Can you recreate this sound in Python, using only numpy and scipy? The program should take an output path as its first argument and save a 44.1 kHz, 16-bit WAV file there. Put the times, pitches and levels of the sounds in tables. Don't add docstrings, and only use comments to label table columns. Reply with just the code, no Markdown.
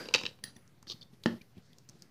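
import sys
import numpy as np
from scipy import signal
from scipy.io import wavfile
from scipy.ndimage import uniform_filter1d

SR = 44100
rng = np.random.default_rng(int(sys.argv[2]) if len(sys.argv) > 2 else 0)


def persist_wave(psi):
    counts = np.round(np.clip(psi, -1, 1) * 32767).astype(np.int16)
    wavfile.write(sys.argv[1], SR, np.atleast_2d(counts).T)


def attenuation_scalar(level_db):
    decades = np.asarray(level_db, float) / 20
    return 10 ** decades


N = 92610


def rms_one(x):
    return x / np.sqrt(np.mean(x ** 2) + 1e-20)


def at_hz(points, hz):
    table_hz, values = np.transpose(points)
    return np.interp(np.log(hz), np.log(table_hz), values)


def drift(rate_hz):
    steps = rng.standard_normal(200)
    return np.interp(np.arange(N) / SR * rate_hz, np.arange(len(steps)), steps)


def lowpass(x, order, hz):
    return signal.sosfilt(signal.butter(order, hz, fs=SR, output="sos"), x)


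def highpass(x, order, hz):
    return signal.sosfilt(signal.butter(order, hz, "high", fs=SR, output="sos"), x)


def resonate(x, hz, width_hz):
    r = np.exp(-np.pi * width_hz / SR)
    top = np.array([1, 0, -1]) * (1 - r * r) / 2
    return signal.lfilter(top, [1, -2 * r * np.cos(2 * np.pi * hz / SR), r * r], x + 1e-18)


def clicks(s, db):
    out = np.zeros(N) + 1e-18
    out[(np.array(s) * SR).astype(int)] = attenuation_scalar(db)
    return out


def fade(x, decay_s):
    return signal.lfilter([1], [1, -np.exp(-1 / (decay_s * SR))], x)


def puffs(s, db, decay_s):
    return fade(clicks(s, db), decay_s) * rng.standard_normal(N)


def strike(s, db, modes, contact_s, damp=1, turn=1):
    out = np.zeros(N)
    chance_db = 2.5 * rng.standard_normal((len(s), len(modes)))
    if contact_s:
        chatter = rng.standard_normal(N) / np.sqrt(contact_s * SR / 2 + 1)
    for k, (hz, level_db, t60) in enumerate(modes):
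        push = clicks(s, db + level_db + chance_db[:, k])
        if contact_s:
            push = push + chatter * fade(push, contact_s)
        r, w = attenuation_scalar(-60 / (t60 * damp * SR)), 2 * np.pi * hz / SR
        out += turn ** k * signal.lfilter([0, np.sin(w)], [1, -2 * r * np.cos(w), r * r], push)
    return out


# (time [s], peak level [dB], hollow knock against the click [dB])
CASE_HITS = [(.008, -43.5, 7), (0.0555, -37.5, -2), (0.0603, -43.5, -4), (0.0711, -50, -3),
             (0.0867, -27.5, -5), (0.11, -41, 0.5), (0.126, -43, -9.5), (.1388, -9, -28),
             (.1396, -8.5, -28.5), (0.1454, -16.5, -4.5), (0.1466, -9.5, -11.5), (.149, -16.5, -17.5),
             (0.1512, -23.5, -16.5), (0.155, -24, -15), (0.158, -19, -19), (0.1603, -21, -19),
             (0.173, -33, -14.5), (.181, -27.5, -12.5), (.189, -29, -15), (0.197, -33.5, -7),
             (.213, -34, 3), (0.2349, -27, -8), (0.2534, -24, -6.5), (.2634, -22, -22), (.275, -39, -4.5),
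             (0.31, -46, 3), (.328, -54, 8), (0.389, -45, -1)]
# (pitch [Hz], level [dB], time to fall 60 dB [s])
CASE_MODES = [(1775, -4.5, .012), (1980, -11, 0.011), (2369, -3, .018), (2580, -1, 0.018), (2729, 0, .022),
              (3010, -3.5, 0.02), (3860, 3, 0.014), (3998, -2, 0.017), (4650, -3.5, 0.015),
              (5020, -4, 0.013), (5310, -1, 0.0068), (6400, -14.5, 0.0058), (10860, -22.5, .008),
              (14000, -27, .003)]
# (pitch [Hz], level [dB], time to fall 60 dB [s])
KNOCK_MODES = [(321, -12, 0.011), (515, 1, .022), (946, 1.5, 0.011), (1285, -7, 0.0098)]


def case():
    s, db, knock_db = np.transpose(CASE_HITS)
    crack = resonate(puffs(s, db - 6, decay_s=.0025), hz=3600, width_hz=3500)
    crack = lowpass(crack, order=4, hz=6300)
    shell = strike(s, db - 13, CASE_MODES, contact_s=0.0004, turn=-1.011)
    knock = strike(s, db + knock_db - 9, KNOCK_MODES, contact_s=0.0037)
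    return highpass(shell + crack + knock, order=2, hz=280)


# (time [s], level [dB])
SETDOWN = [
    (1.2595, -16.5),
    (1.2756, -35.5),
]
# (pitch [Hz], level [dB], time to fall 60 dB [s])
BLOCK_MODES = [(348, -4.5, 0.013), (593, -3.5, 0.021), (875, -11, 0.019), (1120, -4, .01), (1370, 1, 0.012),
               (1770, -4, 0.017), (2640, -11, 0.0073), (2970, -8.5, 0.011), (5240, -11.5, 0.013)]
# (pitch [Hz], level [dB], time to fall 60 dB [s])
TABLE_MODES = [(95.4, -27.5, 0.22), (128.5, -23.5, 0.39), (186.2, -12.5, 0.3), (230.1, 1, 0.15),
               (344.3, 3, 0.062), (427, -15.5, 0.086), (509, -9.5, 0.044)]


def setdown():
    s, db = np.transpose(SETDOWN)
    crack = resonate(puffs(s, db - 8.5, decay_s=.005), hz=3200, width_hz=3500)
    crack = lowpass(resonate(crack, hz=3800, width_hz=5500), order=3, hz=6400)
    boom = strike(s - .0002, db - 8.5, TABLE_MODES, contact_s=0)
    boom = signal.sosfilt(signal.butter(2, [100, 900], "band", fs=SR, output="sos"), boom)
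    clack = lowpass(strike(s, db - 4.5, BLOCK_MODES, contact_s=0), order=3, hz=4500)
    return clack + crack + boom


# (time [s], peak level [dB])
CLINKS = [
    (0.4386, -25.5),
    (0.5657, -48.5),
]
# (pitch [Hz], level [dB], time to fall 60 dB [s])
RING_MODES = [(8600, -24, 0.15), (8540, -26, 0.099), (9150, -11.5, 0.063), (9730, -10, 0.042),
              (10320, 0.5, 0.056), (10270, -6, 0.046), (10520, -17, 0.055), (12380, -12, .06),
              (12700, -14, .06), (14430, -10.5, 0.082), (15220, -17, .1), (15400, -17, 0.11)]
# (pitch [Hz], level [dB], time to fall 60 dB [s])
ACRYLIC_MODES = [(1400, -2, 0.0045), (1840, 0, 0.019), (3280, -7, 0.0099), (4060, -5.5, 0.011),
                 (4690, -0.5, 0.0066), (5060, 0, 0.0048), (6220, -16.5, 0.016)]


def clink():
    s, db = np.transpose(CLINKS)
    crack = resonate(puffs(s, db - 3.5, decay_s=0.0028), hz=4200, width_hz=4200)
    metal = strike(s, db - 13, RING_MODES, contact_s=0.00012)
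    acrylic = strike(s[:1], db[:1] - 5, ACRYLIC_MODES, contact_s=0.00058, turn=-1.09)
    return highpass(metal + acrylic + crack, order=2, hz=1300)


# (start [s], rise [s], hold [s], level [dB], deep part against the bright [dB])
PEELS = [(.868, .003, 0.0056, -56, 0), (.879, .001, 0.0034, -48.5, -8), (.885, 0.0025, 0.0041, -46.5, -12),
         (.891, .001, 0.0026, -49.5, -6), (0.897, 0.0028, .004, -40.5, 3), (.907, 0.0011, 0.0021, -43, 4),
         (0.91, 0.00075, 0.0028, -45.5, -2), (0.913, 0.00091, 0.0012, -44.5, 6),
         (0.9174, 0.00058, 0.0014, -41, 1), (.921, .001, 0.0035, -42, 1), (0.926, .002, 0.0084, -55.5, 3),
         (0.94, .002, 0.0052, -62, -4), (1.016, 0.0016, .002, -55, 2.5),
         (1.025, 0.0026, 0.0038, -54.5, -0.5)]
# (pitch [Hz], width [Hz], level [dB])
EDGE = [(336, 180, -14), (1160, 270, -23), (3230, 540, -3.5), (3510, 550, -4.5), (4320, 690, 6),
        (4900, 480, 4.5), (5630, 780, -1), (6660, 480, -16)]


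def peel():
    slips_per_s, rough_db, fall_s = 5000, 3.0, .0015
    t = np.arange(N) / SR
    start, rise, hold, db, deep_db = np.array(PEELS).T[:, :, None]
    swell = np.clip((t - start) / rise, 0, 1)
    shape = swell * np.exp(-np.maximum(t - start - rise - hold, 0) / fall_s)
    strength = attenuation_scalar(rough_db * np.minimum(rng.exponential(1, N), 4))
    slips = (rng.random(N) < slips_per_s / SR) * strength * rng.choice([-1, 1], N)
    rings = []
    for k, (hz, width_hz, level_db) in enumerate(EDGE):
        ringing = resonate(resonate(slips, hz, width_hz), hz, 2 * width_hz)
        rings.append(attenuation_scalar(level_db) * (-1) ** k * ringing)
    deep, bright = rms_one(sum(rings[:4])), rms_one(sum(rings[4:]))
    bright = bright + attenuation_scalar(-21.5) * rng.standard_normal(N)
    bright_level = np.sum(attenuation_scalar(db) * shape, axis=0)
    deep_level = np.sum(attenuation_scalar(db + deep_db - 4) * shape, axis=0)
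    return bright_level * bright + deep_level * deep


# (time [s], peak level [dB], pitch [Hz], length [s])
TICKS = [(0.6774, -48.5, 5130, 0.00095), (0.8271, -44, 5670, 0.0014), (.828, -50, 950, .003),
         (0.869, -50, 1400, 0.0043), (1.135, -59, 3300, 0.0055), (1.2366, -36.5, 3780, 0.0036),
         (1.2563, -48, 9000, .0008), (1.2588, -45.5, 8900, .0015), (1.4144, -53, 2280, 0.0044),
         (1.416, -52, 4110, 0.0045), (1.578, -56, 3560, 0.0056), (1.731, -49, 3600, 0.0025),
         (1.7842, -42.5, 5060, 0.0019), (1.8896, -40, 5420, 0.0019), (1.896, -43.5, 5950, 0.0021),
         (2.0219, -36.5, 5200, 0.0013), (2.028, -54.5, 4900, 0.0027)]


def ticks():
    out, t = np.zeros(N + SR), np.arange(SR // 20) / SR
    for s, db, hz, length in TICKS:
        noise = rng.standard_normal(len(t))
        pitched = rms_one(resonate(resonate(noise, hz, hz / 2.5), hz, hz))
        snap = pitched + attenuation_scalar(-6.5) * noise
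        start = int(s * SR)
        out[start:start + len(t)] += attenuation_scalar(db - 5.5) * snap * np.exp(-t / max(length, 3e-4))
    return out[:N]


# (time [s],
# length [s], pitch [Hz], level [dB])
SQUEAKS = [
    (.474, .008, 1850, -55.5),
    (.479, .01, 4000, -49.5),
    (.564, 0.01, 1860, -55),
    (.565, .007, 3510, -55),
    (0.562, 0.0083, 5900, -53.5),
    (1.012, 0.0064, 4460, -45),
    (1.02, 0.0046, 3480, -48),
    (1.026, 0.013, 3570, -50),
    (1.027, 0.0086, 4460, -55),
    (1.411, 0.012, 2380, -52.5),
]


def squeaks():
    t, out = np.arange(N) / SR, np.zeros(N)
    warped_t = np.cumsum(1 + 0.0086 * drift(rate_hz=79)) / SR
    for s, length, hz, db in SQUEAKS:
        progress = np.clip((t - s) / length, 0, 1)
        swell = np.sin(np.pi * np.sqrt(progress)) ** 2
        out = out + attenuation_scalar(db) * swell * np.sin(2 * np.pi * hz * warped_t)
    return out


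# (time [s], peak level [dB])
THUMPS = [(0.189, -47), (0.239, -35), (0.438, -44.5), (0.48, -41.5), (0.562, -40.5), (0.599, -50),
          (.775, -49.5), (0.826, -47), (0.871, -41.5), (0.904, -43.5), (0.941, -42), (1.011, -50),
          (1.057, -52), (1.131, -46.5), (1.411, -44.5), (1.569, -36.5), (1.58, -36.5), (1.892, -46),
          (1.954, -44.5), (2.022, -59)]


def thumps():
    s, db = np.transpose(THUMPS)
    return lowpass(strike(s, db - 7.5, TABLE_MODES, contact_s=0, damp=0.37), order=2, hz=229)


# (time [s], level [dB])
BRUSH = [(0, -100), (1.499, -80.5), (1.57, -78), (1.599, -80), (1.66, -70.5), (1.72, -77.5), (1.82, -76),
         (1.869, -81.5), (1.959, -74.5), (2.05, -77.5), (2.1, -85)]


def brush():
    s, db = np.transpose(BRUSH)
    noise = rng.standard_normal(N)
    crisp = resonate(resonate(noise, hz=4300, width_hz=2500), hz=4300, width_hz=4000)
    rustle = crisp + .7 * resonate(noise, hz=1700, width_hz=600)
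    level_db = np.interp(np.arange(N) / SR, s, db) + 2.0 * drift(rate_hz=76)
    return attenuation_scalar(level_db) * rms_one(rustle)


# (pitch [Hz], level [dB], time to fall 60 dB [s])
DISH_MODES = [(216, -48, 0.51), (423, -51.5, 0.9), (899, -60, 0.13), (1555, -43, 0.14), (1555, -54.5, 0.63),
              (1630, -53, 0.26), (4770, -47, 0.41), (11500, -69, 0.27)]


def dish():
    t, out = np.arange(N) / SR, np.zeros(N)
    for hz, db, t60 in DISH_MODES:
        wavering = rms_one(resonate(rng.standard_normal(N), hz, width_hz=110))
        out += attenuation_scalar(db - 60 * t / t60) * wavering
    wash = rms_one(resonate(rng.standard_normal(N), hz=1890, width_hz=2100))
    return out + attenuation_scalar(-53 - 60 * t / .5) * wash


def bands(size):
    edges, white = 35 * 2 ** np.arange(0, 9.1, .5), rng.standard_normal((2, size))
    out = []
    for k, (low, high) in enumerate(zip(edges, edges[1:])):
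        band = signal.butter(2, [low, high], "band", fs=SR, output="sos")
        out.append((np.sqrt(low * high), signal.sosfilt(band, white[k % 2])))
    return out


# (pitch [Hz], time to fall 60 dB [s])
ROOM_T60 = [(150, 0.34), (500, 0.3), (2000, 0.22), (5000, .33), (12000, 0.6)]
# (pitch [Hz], level [dB])
ROOM_COLOUR = [(150, 1.5), (1000, 3), (4000, 0.5), (7000, -2), (15000, -12)]


def room(x):
    gap_s, t = 0.0065, np.arange(SR // 2) / SR
    tail = np.zeros(len(t))
    for hz, noise in bands(size=len(t)):
        tail += attenuation_scalar(at_hz(ROOM_COLOUR, hz) - 60 * t / at_hz(ROOM_T60, hz)) * noise
    tail = tail * np.clip(t / gap_s - .5, 0, 1) / np.sqrt(SR / 40)
    return signal.fftconvolve(x, tail)[:N]


# (pitch [Hz], level [dB per Hz])
TONE = [(45, -10.5), (120, 1.5), (300, -7.5), (900, -19.5), (2500, -22.5), (5000, -29.5), (7500, -33),
        (15500, -33.5)]


def room_tone(sounds):
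    close_ramp_db = 92.5 * np.arange(N) / SR
    level_db = 10 * np.log10(uniform_filter1d(sounds ** 2, size=512) + 1e-12)
    open_db = np.clip(0.31 * (level_db + 66.5), 0, 15)
    open_db = np.maximum.accumulate(open_db + close_ramp_db) - close_ramp_db
    air = np.zeros(N)
    for hz, noise in bands(size=N):
        air += attenuation_scalar(at_hz(TONE, hz) - 3 * drift(rate_hz=14)) * noise
    hum = attenuation_scalar(-4) * rms_one(resonate(rng.standard_normal(N), hz=128, width_hz=25))
    return attenuation_scalar(-65.5) * (attenuation_scalar(open_db) * rms_one(air) + hum)


# (time [s], level [dB], held [s])
GATES = [
    (.3, -6, 0.14),
    (.505, -4, 0.048),
    (1.386, -24, 0.17),
]


def suppressor_gate():
    t, gate_db = np.arange(N) / SR, np.zeros(N)
    for s, db, held in GATES:
        gate_db += db * np.clip((t - s) / 0.0054, 0, 1) * (t < s + held)
    return attenuation_scalar(gate_db)


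def scene():
    hits = [(case(), -11.5), (clink(), -8.5), (setdown(), -7)]
    small = [(ticks(), -13), (peel(), -16.5), (squeaks(), -15)]
    gate = suppressor_gate()
    wet = gate * room(sum(attenuation_scalar(db) * x for x, db in hits + small))
    soft = dish() + thumps() + brush() + sum(x for x, db in small)
    hard = sum(x for x, db in hits)
    steady = soft + wet + room_tone(soft + hard + wet)
    treble_cut = signal.cheby2(10, 40, 16000, fs=SR, output="sos")
    return (gate * hard + signal.sosfilt(treble_cut, steady))[None]


def low_pass(x):
    return signal.sosfilt(signal.butter(12, 16520, fs=SR, output="sos"), x)


def record(dry):
    mix = highpass(dry, order=3, hz=83) - 0.00052 + attenuation_scalar(-86) * drift(rate_hz=110)
    return low_pass(mix)


dry = scene()
out = record(dry)
persist_wave(out)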